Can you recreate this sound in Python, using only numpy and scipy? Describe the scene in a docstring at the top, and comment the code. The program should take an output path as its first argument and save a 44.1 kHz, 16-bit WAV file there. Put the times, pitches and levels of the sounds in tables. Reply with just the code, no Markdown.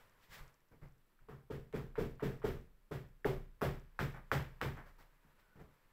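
"""In a small workshop, a doorknob taps a leather saddle: first on the horn, which knocks hollowly,
then along the skirt (the side flap), which slaps. Every blow thuds through the saddle and rocks its
stand, and most of the sound reaches the microphone by bouncing around the room.
A sleeve swishes before the taps, and there are soft bumps and rustles over a quiet hiss."""
import sys
import numpy as np
from scipy import signal
from scipy.fft import rfft, irfft
from scipy.io import wavfile

SR = 44100
rng = np.random.default_rng(int(sys.argv[2]) if len(sys.argv) > 2 else 0)


def log_audio(samples):
    """Write samples as a 16-bit WAV file to the path given in sys.argv[1]."""
    # one column per channel
    frames = np.atleast_2d(samples).T
    # limit to full scale, then quantise
    limited = np.clip(frames, -1, 1)
    pcm = np.round(limited * 32767).astype(np.int16)
    wavfile.write(sys.argv[1], SR, pcm)


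N = 261072
TIME = np.arange(N) / SR  # seconds since the start
AGE = np.arange(SR * 7 // 10) / SR  # seconds since a blow

# faint, dry, electrical-sounding ticks (time [s], peak level [dB])
TICK_TIMES = [(.097, -58), (.48, -53), (.543, -56), (0.606, -65), (0.687, -67), (.886, -65), (.923, -66),
              (.982, -68)]
# arm movements (time of top speed [s], rise time [s], rustle level [dB], swish level [dB])
ARM_MOVES = [(0.01, 0.088, -67.5, -72), (.245, .035, -81, -69), (.348, 0.034, -62.5, -54),
             (.41, 0.038, -64.5, -82), (1.1, 0.01, -88, -94), (4.75, 0.99, -77.5, -94),
             (5.32, 0.05, -82.5, -92), (5.4, 0.0098, -82, -76), (5.77, 0.086, -84, -88)]
# soft handling bumps (time [s], level [dB], weight [0 light knock to 1 slow heavy push])
SOFT_BUMPS = [(0.282, -68, 0.65), (.395, -63.5, 1), (.711, -66, 0.09), (.812, -57, 0.49), (1.203, -71, .8),
              (5.239, -76.5, 0), (5.553, -66, 0), (5.592, -59.5, .12)]
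# the loose skirt falling back after the knob lifts (time [s], level [dB], scuff level [dB])
SKIRT_FALLS = [(4.138, -55, -84), (4.765, -54, -85), (4.855, -65.5, -73.5), (4.982, -66, -70)]
# hard first contacts of the knob (time [s], level [dB], pitch [Hz], half length [s])
HARD_CONTACTS = [(1.191, -60.5, 1520, 0.001), (1.287, -49.5, 1030, 0.00086), (1.501, -53, 900, 0.00066),
                 (1.727, -46.5, 1400, 0.00027), (1.9557, -38, 1370, 0.00069), (2.197, -42.5, 1310, 0.00087),
                 (2.419, -46.5, 1220, 0.00085), (3.2462, -28.5, 1810, 0.00083),
                 (3.6124, -38.5, 1410, 0.00033), (3.617, -23.5, 1170, 0.00043),
                 (3.9914, -22.5, 1410, 0.00062), (4.316, -16.5, 1360, .00054), (4.6097, -43, 1190, 0.00061),
                 (4.614, -24, 1420, 0.00038)]
# hard contacts are heard more directly than light ones (contact level [dB], room level [dB])
CONTACT_ROOM_LEVELS = [(-60, -78), (-48, -54.5), (-18, -49.5)]
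# blows of the knob (time [s], strength [dB], place [0 top of the horn to 1 far skirt],
# pitch the spot favours [Hz], hollowness [0-1])
BLOWS = [(1.2832, -18, .15, 430, 0.2), (1.5, -7, 0.12, 429, .25), (1.736, -3.5, 0.06, 432, 0.26),
         (1.978, 0, 0.05, 434, 0.13), (2.2221, 0.5, 0.17, 433, 0.13), (2.4392, 2, 0.09, 411, 0.48),
         (2.909, -4.5, 0.31, 378, 0.6), (3.249, 2.5, 0.03, 383, 1), (3.6177, 4.5, 0.32, 367, 0.94),
         (3.9919, 1.5, 0.76, 457, 0.2), (4.3159, 5, 0.89, 550, 0.6), (4.6134, 1, 0.82, 543, 0.35)]

# the tones of the horn's own knock (pitch [Hz], relative level [dB])
HORN_TONES = [(437, -0.5), (170, -12.5), (275, -11), (561, -19.5), (911, -19.5)]
# Ringing tones (pitch [Hz], relative level [dB], time to fade by 60 dB [s])
RING_TONES = [(221.2, -5.5, 0.35), (304.5, -6.5, 0.21), (377.5, -2, 0.29), (410, -3, 0.26),
              (459, -5.5, 0.33), (553, -23, .28)]  # the long ring a knock leaves in saddle and room
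THUD_TONES = [(62.7, -16, 0.67), (75.9, -5.5, 0.37), (123.05, -2.5, 0.44), (141.3, 4.5, 0.34),
              (172.5, -13.5, 0.56), (205.3, -14.5, 0.21)]  # the low thud of saddle and room
SMACK_TONES = [(890, -4.5, 0.32), (1260, 8, 0.08), (1383, 5, 0.12), (1528, 2, 0.18), (1652, -2.5, 0.38),
               (1802, -7, 0.42), (1920, -7.5, 0.43), (2310, -11.5, 0.46), (2972, -13, 0.29),
               (3310, -7.5, 0.12)]  # tones that stand out in a smack

# Tone curves: how strong each pitch is, from low to high (frequency [Hz], relative level [dB])
HISS_CURVE = [(20, 5), (35, -0.5), (60, -22), (130, -15.5), (220, -11.5), (450, -14.5), (800, -23),
              (1700, -19.5), (3500, -25), (7000, -30), (15500, -29)]  # still room and microphone hiss
TICK_CURVE = [(3500, -35), (5200, 5), (7800, 0), (11000, -27)]  # a tiny dry tick
RUSTLE_CURVE = [(40, -4.5), (130, 3), (270, -10.5), (500, -1), (750, -6.5), (950, 1), (1250, -1),
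                (1750, -2), (2800, -10), (5000, -17.5), (8000, -21.5), (15500, -23)]  # rubbing cloth
SWISH_CURVE = [(300, -32), (900, -4), (1400, -4.5), (1900, 5.5), (2700, -3), (3600, -2.5), (5000, -5.5),
               (8000, -12), (11000, -19), (15500, -9.5)]  # a quickly pulled sleeve
RUMBLE_CURVE = [(12, -6), (30, 5), (55, -11.5), (90, -11.5), (200, -32), (600, -61)]  # a deep shudder
FLAP_CURVE = [(300, -22), (550, 0), (850, 2), (1200, 2), (1700, -0.5), (2200, -2.5), (2700, -15),
              (4000, -25), (8000, -32)]  # loose leather
BODY_CURVE = [(25, -16), (45, -0.5), (130, 1.5), (200, 1.5), (320, -1.5), (450, -1), (620, -9),
              (850, -17.5), (1400, -52)]  # the low, full part of a blow
CLOP_CURVE = [(350, -32), (520, 11.5), (620, 6), (900, -1.5), (1100, -3.5), (1800, -31)]  # a hollow spot
SMACK_CURVE = [(350, -32), (600, -6), (850, -0.5), (1300, 0.5), (1700, -1), (2200, -3), (2800, -9.5),
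               (3500, -11), (5000, -32), (9000, -40)]  # slapped leather
CRACK_CURVE = [(2000, -33), (3300, 13), (4300, 7), (5400, 9), (6500, 0), (8000, 2), (12000, -21)]  # the sharp edge of a blow
TREBLE_CURVE = [(1500, -27), (2600, 6.5), (3400, 4), (5000, 3), (6500, -1.5), (10000, -8), (15500, -2)]  # the highest, hissy part of a blow
MIC_CURVE = [(20, 5.5), (6000, -2.5), (6700, -3.5), (7800, 1), (9000, -5.5), (10200, 1.5), (11500, -1),
             (14200, 4.5), (15500, -4)]  # what the microphone lifts and dips

# Base levels for the parts of a blow (on the horn [dB], on the skirt [dB])
KNOCK_DB, RING_DB, THUD_DB = (-29.5, -50.5), (-36, -51.5), (-39.5, -36)
BODY_DB, CLOP_DB, SMACK_DB = (-40.5, -44.5), (-43, -42.5), (-52, -44.5)
TONES_DB, CRACK_DB, TREBLE_DB = (-46, -38.5), (-66, -56), (-58.5, -55)
# The padded horn answers slowly, the skirt abruptly (on the horn [s], on the skirt [s])
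RISE_S, TREBLE_RISE_S = (0.0071, 0.0035), (0.012, 0.004)
HOLD_S, BODY_HOLD_S = (0.039, 0.028), (0.035, 0.029)
THUD_GROWTH, TREBLE_GROWTH = 0.56, 0.92  # dB gained per dB of strength: light taps are mostly thud


def undb(db):
    """Turn decibels into a number to multiply by."""
    return 10 ** (np.asarray(db) / 20)


def unit(x):
    """Scale a sound to an average (rms) size of 1."""
    return x / np.sqrt(np.mean(x ** 2))


def between(pair, share):
    """The value a share of the way from the first of a pair to the second."""
    return pair[0] + (pair[1] - pair[0]) * np.clip(share, 0, 1)


def fade(t, t60):
    """A smooth fade that is 60 dB down after t60 seconds."""
    return undb(-60 * t / t60)


def swell(s, rise_s, fall_s):
    """A smooth rise to 1 at time s, then a fade."""
    t = TIME - s
    return np.exp(-(np.minimum(t, 0) / rise_s) ** 2 - np.maximum(t, 0) / fall_s)


def colour(x, curve):
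    """Make each frequency louder or softer, following a tone curve."""
    hz, db = np.transpose(curve)
    freqs = np.maximum(np.fft.rfftfreq(len(x), 1 / SR), 1)
    gains = undb(np.interp(np.log(freqs), np.log(hz), db))
    return irfft(rfft(x) * gains, len(x))


def noise(curve, size):
    """Noise shaped by a tone curve, with an average size of 1."""
    return unit(colour(rng.standard_normal(size), curve))


def add(out, s, x):
    """Mix x into out, starting at s seconds."""
    start = max(int(s * SR), 0)
    out[start:start + len(x)] += x[:N - start]


def tone(hz, detune):
    """A pure tone, slightly off pitch by a random amount."""
    return np.sin(2 * np.pi * hz * (1 + detune * rng.standard_normal()) * AGE)


def ring(tones, rise_s, detune):
    """Tones build up and fade; each blow lands elsewhere and shifts their pitch a little."""
    ringing = sum(undb(db) * fade(AGE, t60) * tone(hz, detune) for hz, db, t60 in tones)
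    ringing *= 1 - np.exp(-(AGE / rise_s) ** 2)
    return ringing / np.abs(ringing).max()


def echoes(curve, rise_s, hold_s, t60, grain_db=1.5):
    """Room echoes pile up, stay level while the first walls answer, then die away."""
    uneven = undb(grain_db * np.repeat(rng.standard_normal(len(AGE) // 63), 63))
    since_hold = np.logaddexp(0, (AGE - hold_s) * 100) / 100  # near 0 until the hold ends
    shape = (1 - np.exp(-AGE / rise_s)) * fade(since_hold, t60)
    wash = colour(rng.standard_normal(len(AGE)) * uneven, curve) * shape
    return unit(wash) * np.sqrt(np.mean(shape ** 2))


def tick():
    """One tiny dry tick with a peak of 1."""
    pulse = colour(signal.unit_impulse(128, "mid"), TICK_CURVE)
    return pulse / pulse.max()


def background(hiss_db=-76.5, whine_hz=1480, whine_s=5.56, whine_db=-78):
    """A steady hiss, with faint, dry, electrical-sounding ticks and a brief faint whine over it."""
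    out = undb(hiss_db) * noise(HISS_CURVE, N)
    whine_curve = [(whine_hz / 1.25, -45), (whine_hz, 0), (whine_hz * 1.25, -45)]
    out += undb(whine_db) * swell(whine_s, rise_s=0.2, fall_s=0.023) * noise(whine_curve, N)
    for s, db in TICK_TIMES:
        add(out, s - len(tick()) / 2 / SR, undb(db) * tick())
    return out


def sleeve(rest_db=-84.5, flutter_db=1.1, settle=1.7, swish_fall_s=0.038):
    """Cloth rubs unevenly as the arm moves, then settles; a quick pull swishes brightly."""
    wobble = np.interp(TIME, np.linspace(0, N / SR, 300), rng.standard_normal(300))
    rustle = sum(undb(db) * swell(s, rise_s, settle * rise_s) for s, rise_s, db, _ in ARM_MOVES)
    swish = sum(undb(db) * swell(s, rise_s, swish_fall_s) for s, rise_s, _, db in ARM_MOVES)
    cloth = (undb(rest_db) + rustle) * noise(RUSTLE_CURVE, N) + swish * noise(SWISH_CURVE, N)
    return undb(flutter_db * wobble) * cloth


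def bumps(rumble_db=(-12, 11), body_db=(3, -13), flap_db=(-3.5, -11), treble_db=(-15, -24)):
    """Dull bumps blurred by the room. Pairs run from light to heavy: heavier is slower and lower."""
    out = np.zeros(N)
    for s, db, weight in SOFT_BUMPS:
        rise_s = between((0.004, 0.016), weight ** 2)
        add(out, s, undb(db + 3) * ring(THUD_TONES, rise_s=0.012, detune=0.071))
        for curve, pair in ((RUMBLE_CURVE, rumble_db), (BODY_CURVE, body_db),
                            (FLAP_CURVE, flap_db), (TREBLE_CURVE, treble_db)):
            blur = echoes(curve, rise_s, hold_s=0.024, t60=0.3)
            add(out, s, undb(db + between(pair, weight)) * blur)
    return out


def skirt_flaps(body_db=-6, thud_db=-8, tones_db=2):
    """Loose leather slaps back lightly on the saddle and rings with the tones of a smack."""
    out = np.zeros(N)
    for s, db, scuff_db in SKIRT_FALLS:
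        add(out, s, undb(db + thud_db) * ring(THUD_TONES, rise_s=0.024, detune=0.034))
        add(out, s, undb(db + tones_db) * ring(SMACK_TONES, rise_s=0.008, detune=0.0088))
        for curve, part_db in (BODY_CURVE, db + body_db), (FLAP_CURVE, db), (TREBLE_CURVE, scuff_db):
            add(out, s, undb(part_db) * echoes(curve, rise_s=0.0046, hold_s=0.032, t60=0.26))
    return out


def leather_creaks(count=5, delay_s=(0.06, 0.18), db=-63, spread_db=2.5):
    """Pressed leather springs back after each blow with a few tiny dry ticks."""
    out = np.zeros(N)
    for s, strength, *_ in BLOWS:
        for when, size in zip(rng.random(count), rng.standard_normal(count)):
            add(out, s + between(delay_s, when), undb(db + strength + spread_db * size) * tick())
    return out


def saddle_stand(hz=29.4, t60=1.43, rise_s=0.16, sway_db=-12.5, shudder_db=-24):
    """Each blow makes the stand shudder and sets it rocking, very low and for a long time."""
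    out = np.zeros(N)
    sway = np.sin(2 * np.pi * hz * TIME) * fade(TIME, t60) * (1 - np.exp(-TIME / rise_s))
    for s, strength, place, *_ in BLOWS:
        add(out, s, undb(between(THUD_DB, place) + THUD_GROWTH * strength + sway_db) * sway)
        # a blow on top of the horn goes straight down into the stand
        shudder = echoes(RUMBLE_CURVE, rise_s=0.01, hold_s=0.1, t60=0.53)
        add(out, s + 0.011, undb(between(KNOCK_DB, place) + strength + shudder_db) * shudder)
    return out


def knob_clicks(snap_db=-20, flutter_db=-17, echo_s=0.0054, echo_db=-11, lead_s=0.004):
    """A hard contact makes a quick pulse, a flutter of leather, one near echo and a wash of room."""
    out = np.zeros(N)
    t = AGE - lead_s  # 0 at the middle of the pulse
    for s, db, hz, width_s in HARD_CONTACTS:
        # the shorter the contact on stiff leather, the more overtone and snap it has
        overtone = undb(-24) * (0.00031 / width_s) ** 3 * np.cos(2 * np.pi * 2.7 * hz * t)
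        pulse = (np.cos(2 * np.pi * hz * t) + overtone) * np.exp(-(t / width_s) ** 2)
        flutter = undb(flutter_db) * noise(SMACK_CURVE, len(t)) * fade(np.abs(t), t60=0.045)
        snap_gain = undb(snap_db) * (0.0004 / width_s) ** 2
        snap = snap_gain * noise(TREBLE_CURVE, len(t)) * fade(np.abs(t), t60=0.0055)
        direct = undb(db) * (pulse + (flutter + snap) * (t > -width_s))
        arrival = s + 0.00055 - lead_s
        add(out, arrival, direct)
        add(out, arrival + echo_s, undb(echo_db) * direct)
        room_db = np.interp(db, *np.transpose(CONTACT_ROOM_LEVELS))
        curve = [(hz / 4, -30), (hz / 2.7, -4), (hz, 0),
                 (hz * 1.52, -3), (hz * 2.17, -15), (hz * 5, -35)]
        add(out, s, undb(room_db) * echoes(curve, rise_s=0.0058, hold_s=0.016, t60=0.33))
    return out


def horn_knock(spot_hz, follow=0.3, rise_s=0.0018, contact_s=0.015, t60=0.017):
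    """The horn sounds while the knob presses on it, then stops quickly."""
    stretch = (spot_hz / HORN_TONES[0][0]) ** follow  # the pitch partly follows the struck spot
    tones = sum(undb(db) * tone(hz * stretch, detune=0.009) for hz, db in HORN_TONES)
    return tones * (1 - np.exp(-AGE / rise_s)) * fade(np.maximum(AGE - contact_s, 0), t60)


def knob_taps(favour_db=8, favour_width_hz=40, hollow_body_db=-6):
    """The knob sinks into the leather: the horn knocks, the saddle thuds and the room answers."""
    out = np.zeros(N)
    for s, strength, place, spot_hz, hollow in BLOWS:
        def mix(pair_db, sound, delay_s=0, growth=1):
            """Add one part of this blow; place and strength set how loud it is."""
            add(out, s + delay_s, undb(between(pair_db, place) + growth * strength) * sound)

        rise_s, hold_s = between(RISE_S, place), between(HOLD_S, place)
        mix(KNOCK_DB, horn_knock(spot_hz), delay_s=0.001)
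        # the spot that is struck decides which tones ring loudest
        favoured = [(hz, db + favour_db * np.exp(-((hz - spot_hz) / favour_width_hz) ** 2), t60)
                    for hz, db, t60 in RING_TONES]
        mix(RING_DB, ring(favoured, rise_s=0.016, detune=0.0036), delay_s=0.024)
        mix(THUD_DB, ring(THUD_TONES, rise_s=0.034, detune=0.0062), delay_s=0.0053, growth=THUD_GROWTH)
        # a hollow spot gives up some body for a clop
        body = echoes(BODY_CURVE, rise_s=0.0021, hold_s=between(BODY_HOLD_S, place), t60=0.37)
        clop = echoes(CLOP_CURVE, rise_s=0.00071, hold_s=0.016, t60=0.28)
        mix(BODY_DB, undb(hollow_body_db * hollow) * body, delay_s=0.004)
        mix(CLOP_DB, hollow * clop, delay_s=0.003)
        # the bright slap, strongest on the skirt
        mix(SMACK_DB, echoes(SMACK_CURVE, rise_s, hold_s, t60=0.36), delay_s=0.003)
        mix(TONES_DB, ring(SMACK_TONES, rise_s=0.008, detune=0.006))
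        mix(CRACK_DB, echoes(CRACK_CURVE, rise_s=0.0054, hold_s=0.025, t60=0.25))
        treble = echoes(TREBLE_CURVE, between(TREBLE_RISE_S, place), hold_s, t60=0.37)
        mix(TREBLE_DB, treble, growth=TREBLE_GROWTH)
    return out


def scene():
    """Everything added together at the one microphone on the bench."""
    blows = knob_taps() + knob_clicks() + leather_creaks() + saddle_stand()
    return (blows + bumps() + skirt_flaps() + sleeve() + background())[None]


def record(dry):
    """The microphone lifts the bass, dips and lifts the high treble, and cuts off the very top."""
    heard = colour(dry[0], MIC_CURVE)[None]
    top_cut = signal.ellip(10, 0.2, 70, 15700, fs=SR, output="sos")  # keeps what is below 15700 Hz
    return signal.sosfilt(top_cut, heard)


dry = scene()
out = record(dry)
log_audio(out)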